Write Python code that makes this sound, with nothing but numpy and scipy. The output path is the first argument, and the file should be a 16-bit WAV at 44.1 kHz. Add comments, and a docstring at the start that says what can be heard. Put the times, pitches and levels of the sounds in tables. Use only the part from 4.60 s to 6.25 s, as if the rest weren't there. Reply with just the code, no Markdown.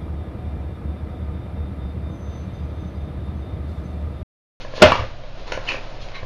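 """A hand tool, knocked on a wooden plank by a small robot, sets the plank's normal modes ringing and
overloads the microphone; the tool then clacks in the grip as it settles.
Geared servos whirr by tooth impacts, plastic joints click and tock, the feet thud, and a dry gear
squeaks as the arm lifts again. A cooling fan and a low throb fill the small, fairly live room."""
import sys
import numpy as np
from scipy import signal
from scipy.fft import rfft, irfft
from scipy.io import wavfile

SR = 44100
rng = np.random.default_rng(int(sys.argv[2]) if len(sys.argv) > 2 else 0)


def persist_wave(psi):
    """Save psi, clipped to +-1, as 16-bit WAV."""
    counts = np.round(np.clip(psi, -1, 1) * 32767).astype(np.int16)
    wavfile.write(sys.argv[1], SR, np.atleast_2d(counts).T)


N = 72765
T = np.arange(N) / SR


def from_db(db):
    """Amplitude ratio: tenfold for every 20 dB."""
    return 10 ** (np.asarray(db) / 20)


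def unit_rms(x):
    """Normalisation to unit mean power."""
    return x / np.sqrt(np.mean(x ** 2) + 1e-20)


def at_hz(points, hz):
    """Interpolation on a logarithmic frequency axis."""
    frequencies, values = np.transpose(points)
    return np.interp(np.log(np.maximum(hz, 1)), np.log(frequencies), values)


def colour(x, spectrum):
    """Spectral shaping to rms 1, so only the spectrum's relative levels count."""
    hz = np.arange(N // 2 + 1) * SR / N
    low_cut = hz ** 2 / (hz ** 2 + (spectrum[0][0] / 2) ** 2)
    return unit_rms(irfft(rfft(x) * from_db(at_hz(spectrum, hz)) * low_cut, N))


def noise(spectrum):
    """Filtered Gaussian noise of rms 1."""
    return colour(rng.standard_normal(N), spectrum)


def tone(hz, jitter, rate_hz):
    """Random frequency modulation: low-passed noise bends the pitch of a sine of rms 1."""
    pole = np.exp(-2 * np.pi * rate_hz / SR)
    wander = signal.lfilter([1], [1, -2 * pole, pole * pole], rng.standard_normal(2 * N))[N:]
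    pitch_hz = hz * (1 + jitter * unit_rms(wander))
    return np.sqrt(2) * np.sin(2 * np.pi * np.cumsum(pitch_hz) / SR)


def swell(peak_s, width_s):
    """Gaussian envelope."""
    return np.exp(-.5 * ((T - peak_s) / width_s) ** 2)


def strike(hits, modes, alternate=False):
    """Modal superposition: each hit excites damped sines, optionally of alternating sign."""
    signs = (-1) ** (np.arange(len(modes)) * alternate)
    ring = sum(sign * from_db(db - 60 * T / t60_s) * np.sin(2 * np.pi * hz * T)
               for sign, (hz, db, t60_s) in zip(signs, modes))
    out = np.zeros(N)
    for start_s, db in hits:
        start = int(start_s * SR)
        out[start:] += from_db(db) * ring[:N - start]
    return out


def bursts(hits, spectrum, t60_s):
    """Exponential decay: noise jumps up at each hit and falls 60 dB in t60_s."""
    envelope = sum((T >= start_s) * from_db(db - 60 * np.abs(T - start_s) / t60_s)
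                   for start_s, db in hits)
    return noise(spectrum) * envelope


# Rush of the fan: frequency_hz, density_db
FAN_RUSH = [(30, 6.5), (55, 4), (85, 0), (120, 3), (160, -5.5), (260, -11), (430, -16.5), (540, -4),
            (650, -3.5), (800, -13), (1200, -16.5), (2200, -21.5), (4000, -22.5), (6800, -38)]
# Tones of the fan: pitch_hz, level_db
FAN_TONES = [(119, -50), (530, -56.5)]
def background():
    """Broadband and tonal fan noise, over a low throb."""
    hum = sum(from_db(db) * tone(hz, jitter=.0178, rate_hz=4) for hz, db in FAN_TONES)
    throb = from_db(-35.5) * tone(23.5, jitter=.028, rate_hz=6.7)
    return from_db(-39) * noise(FAN_RUSH) + hum + throb


# Reverberation time of the room: frequency_hz, t60_s
ROOM_DECAY = [(100, 0.84), (500, 0.22), (1500, 0.36), (4000, 0.17), (8000, 0.3)]
def room(x):
    """Reverberation: convolution with diffuse reflections that build up, then die band by band."""
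    gap_s, build_s = .0018, .0054
    build_up = 1 - np.exp(-np.maximum(T - gap_s, 0) / build_s)
    white, tail = rng.standard_normal((2, N)), 0
    edges_hz = np.geomspace(125, 8000, 10)
    for k, (low, high) in enumerate(zip(edges_hz, edges_hz[1:])):
        band = signal.sosfilt(signal.butter(2, [low, high], "band", fs=SR, output="sos"), white[k % 2])
        band *= from_db(-60 * T / at_hz(ROOM_DECAY, np.sqrt(low * high))) * build_up
        tail += band * np.sqrt(2 * (high - low) / SR / np.sum(band ** 2))  # unit gain in the band
    return signal.fftconvolve(x, tail)[:N]


# Shifts of weight: start_s, level_db
FOOT_THUDS = [(.068, -49), (.397, -29.5), (.423, -50), (.47, -44), (.53, -48.5), (.95, -42.5), (1.628, -38)]
# Modes of the robot on its feet: pitch_hz, level_db, t60_s
FOOT_MODES = [(70, 8.5, 0.15), (103, 8, 0.34)]
def feet():
    """Damped oscillation: the robot's weight rocks on its feet with low thuds."""
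    return strike(FOOT_THUDS, FOOT_MODES)


# Rasp of the gears: frequency_hz, density_db
GEAR_RASP = [(400, -9.5), (1200, -11), (1900, 3.5), (2250, 0.5), (2550, -2.5), (3000, -8), (3500, -13.5),
             (4200, -10), (5200, -11.5), (6800, -24)]
def rasp(level_db):
    """Broadband gear noise, the rough part of a buzz or squeak."""
    return from_db(level_db) * noise(GEAR_RASP)


# Loudness of the whirr with servo effort: time_s, level_db
SERVO_EFFORT = [(0, -42.5), (.06, -51), (.15, -44.5), (.2, -34.5), (.25, -27), (.55, -56), (.72, -54.5),
                (.79, -45), (.85, -50), (.89, -36.5), (.95, -51), (1.03, -43.5), (1.1, -35), (1.22, -45.5),
                (1.39, -47.5), (1.44, -46), (1.5, -48), (1.65, -49)]
# Response of the gear train: frequency_hz, gain_db
GEAR_RESPONSE = [(400, 9.5), (900, 6.5), (1600, 0), (2300, -0.5), (3400, -2), (4800, -6.5), (6800, -17)]
def servo_whirr():
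    """Shot noise: dense random impacts of gear teeth merge into a whirr, louder with effort."""
    teeth_per_s, spread_db = 2500, 4.5
    teeth = (rng.random(N) < teeth_per_s / SR) * rng.choice([-1, 1], N)
    ticks = teeth * from_db(spread_db * rng.standard_normal(N))
    return colour(ticks, GEAR_RESPONSE) * from_db(np.interp(T, *np.transpose(SERVO_EFFORT)))


# Motor starts: peak_s, width_s, level_db
MOTOR_STARTS = [(0.016, 0.01, -42.5), (0.168, 0.014, -37), (1.423, 0.014, -43.5)]
# Swish of a motor: frequency_hz, density_db
MOTOR_SWISH = [(1500, -16), (2800, 0.5), (3700, -1.5), (5200, -7), (6800, -15.5)]
def motor_swish():
    """Amplitude-modulated noise: a motor swishes as it speeds up."""
    envelope = sum(from_db(db) * swell(peak_s, width_s) for peak_s, width_s, db in MOTOR_STARTS)
    return noise(MOTOR_SWISH) * envelope


# Partials of the braking gears: pitch_hz, level_db
BRAKE_PARTIALS = [(1080, -43), (1620, -45.5), (2230, -40), (2950, -45), (3920, -44)]
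def brake_buzz():
    """Inharmonic vibration: the gears buzz briefly as the arm brakes."""
    partials = sum(from_db(db) * tone(hz, jitter=.06, rate_hz=394) for hz, db in BRAKE_PARTIALS)
    return swell(peak_s=1.556, width_s=.0098) * (partials + rasp(-40.5))


# Slips of a dry gear: peak_s, width_s, pitch_hz, level_db
GEAR_SLIPS = [(1.083, 0.0075, 2946, -29.5), (1.0908, 0.0029, 2527, -19), (1.106, 0.0071, 2365, -38),
              (1.119, 0.0082, 2493, -34.5)]
def gear_squeak():
    """Friction-excited vibration: a slipping gear gives short, rasping chirps."""
    return sum(from_db(db) * swell(peak_s, width_s) * (tone(hz, jitter=.05, rate_hz=500) + rasp(-5))
               for peak_s, width_s, hz, db in GEAR_SLIPS)


# Clicks of the shell: start_s, level_db
SHELL_CLICKS = [(.010, -43), (.138, -39), (.637, -39), (.9203, -19), (.9226, -16), (.933, -47),
                (.9752, -31.5), (1.119, -26.5), (1.486, -33)]
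# Spectrum of the shell: frequency_hz, density_db
SHELL_SPECTRUM = [(330, -12), (510, 2.5), (800, 0), (1250, -4.5), (1700, -3.5), (2400, -2), (3000, -8),
                  (4200, -11), (6800, -26)]
def shell_clicks():
    """Heavy damping: each contact in the plastic shell dies away as a click."""
    return bursts(SHELL_CLICKS, SHELL_SPECTRUM, t60_s=.016)


# Impacts in the joints: start_s, level_db
JOINT_HITS = [(.049, -24), (.138, -24.5), (.180, -22), (.204, -21.5), (.214, -20), (.409, -21),
              (.437, -23.5), (.637, -32), (.887, -39), (.9205, -18), (.9752, -17), (1.144, -21.5),
              (1.174, -32), (1.631, -25.5)]
# Modes of the arm: pitch_hz, level_db, t60_s
ARM_MODES = [(531.8, -12.5, 0.21), (597, -3, 0.035), (630, -21.5, 0.013), (1020, -10, 0.04),
             (1065, -29, 0.04), (1674, -12.5, 0.045)]
def joint_tocks():
    """Backlash: play in the joints is taken up with dull tocks that ring the arm."""
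    return strike(JOINT_HITS, ARM_MODES)


# Crack of a tool contact: frequency_hz, density_db
CONTACT_CRACK = [(150, 4), (500, 2), (900, -8), (1400, -2.5), (1900, -12), (2800, -6), (4200, -14.5),
                 (6800, -33.5)]
# Its diffuse wash in the room: frequency_hz, density_db
CONTACT_WASH = [(150, 0), (320, -8.5), (600, 1), (1000, 0), (1400, -2), (1900, -5.5), (2800, -6),
                (4200, -15), (5500, -19.5), (6800, -32)]
def contact_noise(hits, crack_db, crack_t60_s, wash_db):
    """Direct and diffuse sound: an impact's brief crack and its longer wash in the room."""
    crack = from_db(crack_db) * bursts(hits, CONTACT_CRACK, crack_t60_s)
    return crack + from_db(wash_db) * bursts(hits, CONTACT_WASH, t60_s=.37)


# Impacts of the tool in the grip: start_s, level_db
GRIP_HITS = [(.3178, -10), (.3203, 2), (.333, -20), (.355, -10.5), (.392, -14.5)]
# Modes of the tool: pitch_hz, level_db, t60_s
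TOOL_MODES = [(991, -16.5, .17), (1026, -14.5, 0.072), (1133, -10.5, 0.064), (1210, -29, 0.35),
              (1440, -29, .03), (1680, -27, 0.05), (2310, -22, .12), (2820, -27, 0.078)]
def tool_clack():
    """Free vibration of the tool as it rattles in the grip; returns ring and noise."""
    crack = contact_noise(GRIP_HITS, crack_db=-13, crack_t60_s=.013, wash_db=-28.5)
    return strike(GRIP_HITS, TOOL_MODES), crack


# Impacts of the tool on the plank: start_s, level_db
PLANK_HITS = [(.2192, -16.5), (.2207, -6.5), (.2241, -7)]
# Modes of the plank: pitch_hz, level_db, t60_s
PLANK_MODES = [(50.7, -29, 0.99), (96.6, -8.5, 0.21), (249.4, -18.5, 0.34), (305, -19.5, 0.23),
               (358, -14.5, 0.14), (391.5, -11.5, 0.16), (515.5, -2.5, 0.25), (613.6, 5, 0.12),
               (674.5, -9.5, 0.36), (834, -11.5, 0.18), (922, -12, 0.11), (1400, -5.5, 0.087),
               (2079, -5.5, 0.1), (3220, -17, 0.11), (3245, -21, 0.079)]
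# Bright snap of the hard tip: frequency_hz, density_db
TIP_SNAP = [(1200, -20), (2500, 5), (4500, -10), (6800, 4)]
# Boom of the floor and room: frequency_hz, density_db
FLOOR_BOOM = [(50, -9.5), (90, 8), (125, -13.5), (180, -21), (400, -45)]
def plank_knock():
    """Impulse excitation: the hard tip rings the plank and the floor booms; returns ring and noise."""
    snap = from_db(5.5) * bursts(PLANK_HITS, TIP_SNAP, t60_s=.011)
    crack = contact_noise(PLANK_HITS, crack_db=3, crack_t60_s=.071, wash_db=-7.5)
    boom = from_db(-19) * bursts(PLANK_HITS, FLOOR_BOOM, t60_s=.56)
    return strike(PLANK_HITS, PLANK_MODES, alternate=True), snap + crack + boom


def scene():
    """Linear superposition of the background, the direct sound and its reverberation."""
    works = shell_clicks() + gear_squeak() + servo_whirr() + motor_swish() + brake_buzz()
    arm = joint_tocks()
    plank, knock_noise = plank_knock()
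    tool, clack_noise = tool_clack()
    direct = feet() + works + arm + tool + clack_noise + plank + knock_noise
    reverb = room(from_db(.5) * works + from_db(-8.5) * arm + from_db(-14.5) * tool + from_db(-10) * plank)
    return (background() + direct + reverb)[None]


def low_pass(x, hz, order, ripple_db=.3, stop_db=70):
    """Band limiting by a steep elliptic filter."""
    return signal.sosfilt(signal.ellip(order, ripple_db, stop_db, hz, fs=SR, output="sos"), x)


def record(dry):
    """Saturation: the knock overloads a narrow-band microphone with a faint mirror image of its treble."""
    mirror_hz, offset, hardness = 16000, .019, 8
    narrow = low_pass(dry, hz=6900, order=10)
    sidebands = narrow * np.cos(2 * np.pi * mirror_hz * T)
    mirror = low_pass(sidebands, hz=10200, order=8)
    drive = narrow + from_db(-12) * mirror + offset
    clipped = drive / (1 + np.abs(drive) ** hardness) ** (1 / hardness)
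    return low_pass(clipped, hz=15800, order=12, ripple_db=.1, stop_db=90)


dry = scene()
out = record(dry)
persist_wave(out)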